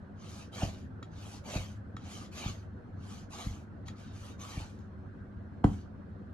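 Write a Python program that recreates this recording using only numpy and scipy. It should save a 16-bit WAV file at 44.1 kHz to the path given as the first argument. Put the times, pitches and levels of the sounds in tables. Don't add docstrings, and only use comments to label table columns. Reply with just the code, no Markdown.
import sys
import numpy as np
from scipy import signal
from scipy.fft import rfft, irfft, next_fast_len
from scipy.io import wavfile
from scipy.ndimage import uniform_filter1d

SR = 44100
rng = np.random.default_rng(int(sys.argv[2]) if len(sys.argv) > 2 else 0)


def generate_wav(sig):
    pcm = np.round(np.clip(np.atleast_2d(sig).T, -1, 1) * 32767).astype(np.int16)
    wavfile.write(sys.argv[1], SR, pcm)


N = 279329
TIME = np.arange(N) / SR
HZ = np.maximum(np.arange(N + 1) * SR / (2 * N), 1)

# start_s, length_s, fastest_share (of length, 0-1), level_db,
# treble_db (relative to the rasp)
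DRAW_STROKES = [(0.146, 0.35, 0.61, -56, -7), (1.081, 0.33, 0.78, -56, -5.5),
                (1.978, 0.32, 0.59, -54, -6.5), (2.953, 0.33, 0.57, -59, -6.5),
                (3.852, 0.051, 0.6, -56.5, -10), (3.941, 0.19, 0.33, -61.5, -9.5),
                (4.061, 0.31, 0.62, -58.5, -5.5), (4.680, 0.23, 0.27, -73.5, -9),
                (5.641, 0.25, 0.12, -63, -5)]
# start_s, reach_board_s (after start), entry_db, board_db,
# treble_db (relative to the rasp), ease_db_per_s (after reaching the board)
PUSH_STROKES = [(0.507, 0.12, -55.5, -46, -8.5, 124), (1.422, 0.14, -56, -45, -7, 132),
                (2.304, 0.17, -51, -47.5, -9, 165), (3.287, 0.18, -52.5, -53, -6, 118),
                (4.373, 0.21, -54, -53, -7, 108)]
# frequency_hz, gain_db
DRAW_SPECTRUM = [(300, -26), (750, 8.5), (1250, 4.5), (1800, -2.5), (2900, 3.5), (4500, 0.5), (6500, 0.5),
                 (8500, -10.5), (10200, -9.5), (12500, -18.5), (15000, -26)]
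# frequency_hz, gain_db
PUSH_SPECTRUM = [(30, -16), (170, 9), (450, 3), (750, 10.5), (1150, 2), (1750, -1), (2800, 3), (4500, -1),
                 (6500, -3.5), (8700, -18.5), (11300, -19.5), (13000, -27), (15000, -36)]
# frequency_hz, width_hz, lift_db
BLADE_RESONANCES = [(1223, 136, 8), (2340, 170, 3.5), (3060, 160, 3.5), (4450, 140, 5), (6240, 180, 6),
                    (10040, 360, 4)]
# frequency_hz, likeness (0-1)
RUB_CORRELATION = [(300, 1), (750, 0.68), (1200, 0.95), (1700, 0.64), (10000, 0.54)]
# start_s, level_db, contact_cutoff_hz (lower is softer), rock_db
BOARD_KNOCKS = [(0.625, -5.5, 222, -35), (1.553, -6, 167, -32), (1.941, -21.5, 400, -59),
                (2.454, -9, 156, -40), (3.461, -3, 90, -32), (4.568, -8.5, 132, -39.5),
                (5.641, 2, 1050, -27.5)]
# frequency_hz, width_hz, gain_db
BOARD_MODES = [(69.8, 60, 33), (118.3, 67, 33.5), (187.4, 28.5, 35), (291.4, 37, 31), (424, 140, 21),
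               (523, 117, 17.5), (720, 71, 22), (970, 160, 17.5), (1275, 130, 13), (1567, 77, 13.5),
               (1960, 36, 11), (3180, 210, 9.5)]
# centre_s, half_length_s, level_db, frequency_hz
EDGE_GRINDS = [(0.627, 0.01, -36.5, 733), (1.547, 0.013, -40, 644), (2.446, 0.013, -53.5, 940),
               (3.384, 0.055, -53, 1195), (4.45, 0.049, -51, 1155), (5.644, 0.0048, -33, 938)]
# start_s, level_db, tilt_db_per_octave
BLADE_TICKS = [(1.026, -41.5, -0.5), (1.965, -41, -1.5), (3.881, -37.5, 2.5), (4.789, -63.5, 9.5)]
# frequency_hz, level_db, t60_s
BLADE_MODES = [(1213, 5.5, 0.025), (1319, 2.5, 0.047), (1864, -2, 0.037), (2200, -7, 0.027),
               (3300, -10, 0.097), (3850, 0.5, 0.016), (4420, -8.5, 0.017), (5480, -8, 0.01),
               (6760, -6.5, 0.034), (11700, -22, .015)]
# frequency_hz, density_db
AIR_SPECTRUM = [(15, -63), (25, -10.5), (49, -16), (86, 2.5), (124, -8.5), (208, -6), (306, -12),
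                (340, -19.5), (377, -16), (407, -22.5), (463, -18), (979, -28), (1560, -26), (2240, -42.5),
                (12000, -70), (15600, -109), (22000, -120)]
# frequency_hz, level_db
FAN_TONES = [(78, -59.5), (102.3, -52), (204.6, -58), (371.4, -69.5), (4194, -94.5)]
# frequency_hz, likeness (0-1)
DIFFUSE_CORRELATION = [(50, 1), (250, 0.73), (500, 0.3), (1000, 0), (12000, 0.19)]
# frequency_hz, left_lead_rad
PORT_LEAD = [(100, -0.15), (550, -0.24), (750, 0.68), (1100, 1.6), (2500, 1.13), (7000, 1.48),
             (11500, 1.04)]
# frequency_hz, left_minus_right_db
PORT_SENSITIVITY = [(100, .4), (420, 1.5), (700, -6), (1150, 0), (1550, -3.5), (1850, 2.5), (2700, -1),
                    (4000, 2.5), (6500, -2), (11000, 0)]


def draw_strokes():
    rasp_law, hiss_law = 1.2, 2.13
    rasp, hiss = np.zeros(N), np.zeros(N)
    for start, length, fastest, level_db, treble_db in DRAW_STROKES:
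        turn = np.interp(TIME, [start, start + length * fastest, start + length], [0, 1, 0])
        speed = np.sin(np.pi / 2 * turn)
        rasp += undb(level_db) * speed ** rasp_law
        hiss += undb(level_db + treble_db) * speed ** hiss_law
    return rasp, hiss


def push_strokes():
    bite_s, length_s, stop_s = 0.051, 0.39, 0.066
    rasp, hiss = np.zeros(N), np.zeros(N)
    for start, reach_s, entry_db, board_db, treble_db, ease_db_per_s in PUSH_STROKES:
        t = TIME - start
        ramp = np.clip(np.minimum(t / bite_s, (length_s - t) / stop_s), 0, 1)
        moving = np.sin(np.pi / 2 * ramp) ** 2
        pressure_db = np.interp(t, [0, reach_s], [entry_db, board_db])
        eased_db = ease_db_per_s * np.maximum(t - reach_s, 0)
        stroke = moving * undb(pressure_db - eased_db)
        rasp += stroke
        hiss += stroke * undb(treble_db)
    return rasp, hiss


def friction(strokes, colour, slips_per_s, catch_db, patchy_db, rasp_db, hiss_db):
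    happens = rng.random(N) < slips_per_s / SR
    slip_size = happens * undb(catch_db * walk(45))
    mid, side = mid_and_side(RUB_CORRELATION, lambda: slip_size * rng.standard_normal(N))
    slips = mottle(ports(mid) + np.array([side, -side]), patchy_db)
    colour_db = over_hz(colour)
    for hz, width, lift_db in BLADE_RESONANCES:
        colour_db = colour_db + lift_db / (1 + (2 * (HZ - hz) / width) ** 2)
    gain = undb(colour_db)
    low = 1 / (1 + (HZ / 7000) ** 12)
    rasp = unit(shape(slips, gain * low))
    hiss = unit(shape(slips, gain * (1 - low)))
    rasp_envelope, hiss_envelope = strokes
    return undb(rasp_db) * rasp * rasp_envelope + undb(hiss_db) * hiss * hiss_envelope


def knocks(bend_lag_s, crack_db, crack_t60, crack_hz, rock_s, rock_hz, rock_t60):
    out, t = np.zeros(N), TIME[:SR // 2]
    f = np.maximum(np.fft.rfftfreq(len(t), 1 / SR), 1)
    board = 0
    for k, (hz, width, gain_db) in enumerate(BOARD_MODES):
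        board = board + (-1) ** k * undb(gain_db) / (1 + 1j * (f ** 2 - hz ** 2) / (f * width))
    bending = np.exp(-2j * np.pi * 2 * bend_lag_s * np.sqrt(f * BOARD_MODES[0][0]))
    hard_hz = BOARD_KNOCKS[-1][2]
    for start, level_db, soft_hz, rock_db in BOARD_KNOCKS:
        body = irfft(board * bending / (1 + 1j * f / soft_hz) ** 2)
        crush = rng.standard_normal(len(t)) * swell(t, 0.0015, crack_t60) * (soft_hz / hard_hz) ** 2
        crack = undb(crack_db) * irfft(rfft(crush) / (1 + 1j * f / crack_hz) ** 3)
        add(out, start, undb(level_db) * (body + crack)[:len(t) // 2])
        upper = 0.77 * ring(t, 211, 0.12) / np.hypot(1, (400 / soft_hz) ** 2)
        add(out, start + rock_s, undb(rock_db) * (ring(t, rock_hz, rock_t60) + upper))
    return out


def grinds(width_hz):
    out = np.zeros(N)
    for centre, half_s, level_db, hz in EDGE_GRINDS:
        band = 1 / (1 + (2 * (HZ - hz) / width_hz) ** 2)
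        rub = unit(shape(rng.standard_normal(N), band))
        out += undb(level_db) * rub * np.exp(-((TIME - centre) / half_s) ** 2)
    return out


def ticks(scuff_db, scuff_rise_s, scuff_t60, scuff_hz):
    steel, scuff, t = np.zeros(N), np.zeros(N), TIME[:SR // 5]
    for start, level_db, tilt_db in BLADE_TICKS:
        modes = np.zeros(len(t))
        for hz, mode_db, t60 in BLADE_MODES:
            late = t - 0.0037 * rng.random()
            modes += undb(mode_db + tilt_db * np.log2(hz / 3000)) * ring(late, hz, t60)
        add(steel, start, undb(level_db) * modes / 2)
        noise = rng.standard_normal(len(t)) * swell(t, scuff_rise_s, scuff_t60)
        add(scuff, start, undb(level_db + scuff_db) * noise)
    return steel + shape(scuff, 1 / (1 + (HZ / scuff_hz) ** 4))


def ports(x):
    half = np.exp(.5j * over_hz(PORT_LEAD) * np.minimum(HZ / 550, 1))
    return np.array([shape(x, half), shape(x, 1 / half)])


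def room(x, low_db, high_db, low_t60, high_t60, gap_s):
    low = 1 / (1 + (HZ / 600) ** 2)
    response = 0
    for band, level_db, t60 in [(low, low_db, low_t60), (1 - low, high_db, high_t60)]:
        unit_energy = np.sqrt(2 * np.log(1000) / (t60 * SR))
        response = response + undb(level_db) * diffuse(band) * fade(TIME - gap_s, t60) * unit_energy
    return signal.fftconvolve(x[None], response[:, :SR], axes=1)[:, :N]


def background(air_db, patchy_db, waver_db, drift_rad):
    air = unit(mottle(diffuse(undb(over_hz(AIR_SPECTRUM))), patchy_db)) * undb(air_db)
    hum = np.zeros(N)
    for hz, level_db in FAN_TONES:
        amplitude = np.sqrt(2) * undb(level_db + waver_db * walk(7))
        hum += amplitude * np.sin(2 * np.pi * hz * TIME + drift_rad * walk(6))
    return air + hum


def mid_and_side(correlation, noise):
    like = over_hz(correlation)
    return [shape(noise(), np.sqrt(1 + sign * like)) for sign in (1, -1)]


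def diffuse(gain):
    mid, side = mid_and_side(DIFFUSE_CORRELATION, lambda: rng.standard_normal(N))
    return shape(np.array([mid + side, mid - side]), gain) / np.sqrt(2)


def mottle(x, depth_db):
    spectra = signal.stft(x, nperseg=512)[2]
    patches = rng.standard_normal(spectra.shape[1:])
    patches = uniform_filter1d(patches, size=3, axis=0)
    patches = uniform_filter1d(patches, size=5, axis=1)
    return signal.istft(spectra * undb(depth_db * unit(patches)))[1][:, :N]


def walk(rate):
    k = int(SR / rate)
    steps = np.repeat(rng.standard_normal(N // k + 1), k)[:N]
    return 1.55 * uniform_filter1d(steps, k)


def fade(t, t60):
    return (t >= 0) * np.exp(-np.log(1000) * np.maximum(t, 0) / t60)


def ring(t, hz, t60):
    return np.sin(2 * np.pi * hz * t) * fade(t, t60)


def swell(t, rise_s, t60):
    return (1 - np.exp(-(t / rise_s) ** 2)) * fade(t, t60)


def undb(db):
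    return 10 ** (np.asarray(db) / 20)


def over_hz(points):
    hz, value = np.transpose(points)
    return np.interp(np.log(HZ), np.log(hz), value)


def shape(x, gain):
    size = next_fast_len(N + SR, real=True)
    grid = np.arange(size // 2 + 1) * SR / size
    return irfft(rfft(x, size) * np.interp(grid, HZ, gain), size)[..., :N]


def unit(x):
    return x / np.sqrt(np.mean(x ** 2))


def add(track, start, sound):
    i = int(start * SR)
    track[i:i + len(sound)] += sound[:N - i]


def scene():
    draw = friction(draw_strokes(), DRAW_SPECTRUM, slips_per_s=12000, catch_db=0.72,
                    patchy_db=3.5, rasp_db=1.5, hiss_db=-3.0)
    push = friction(push_strokes(), PUSH_SPECTRUM, slips_per_s=10000, catch_db=1,
                    patchy_db=4.0, rasp_db=3, hiss_db=-2.5)
    slicing = draw + push
    wood = knocks(bend_lag_s=0.00311, crack_db=-31.5, crack_t60=0.028, crack_hz=6000,
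                  rock_s=0.045, rock_hz=78.6, rock_t60=0.32)
    wood += grinds(width_hz=215)
    taps = ticks(scuff_db=-10.0, scuff_rise_s=0.002, scuff_t60=0.16, scuff_hz=5300)
    walls = room(slicing[0] + wood + taps / 2, low_db=-6.5, high_db=-5.0,
                 low_t60=0.31, high_t60=0.18, gap_s=0.0061)
    fan = background(air_db=-47, patchy_db=2.5, waver_db=2.0, drift_rad=0.98)
    return slicing + ports(wood + taps) + walls + fan


def record(dry):
    half = undb(over_hz(PORT_SENSITIVITY) / 2)
    heard = np.array([shape(dry[0], half), shape(dry[1], 1 / half)])
    bass_cut = signal.butter(2, 25, "high", fs=SR, output="sos")
    top_cut = signal.ellip(8, .2, 70, 14600, fs=SR, output="sos")
    return signal.sosfilt(top_cut, signal.sosfilt(bass_cut, heard))


dry = scene()
out = record(dry)
generate_wav(out)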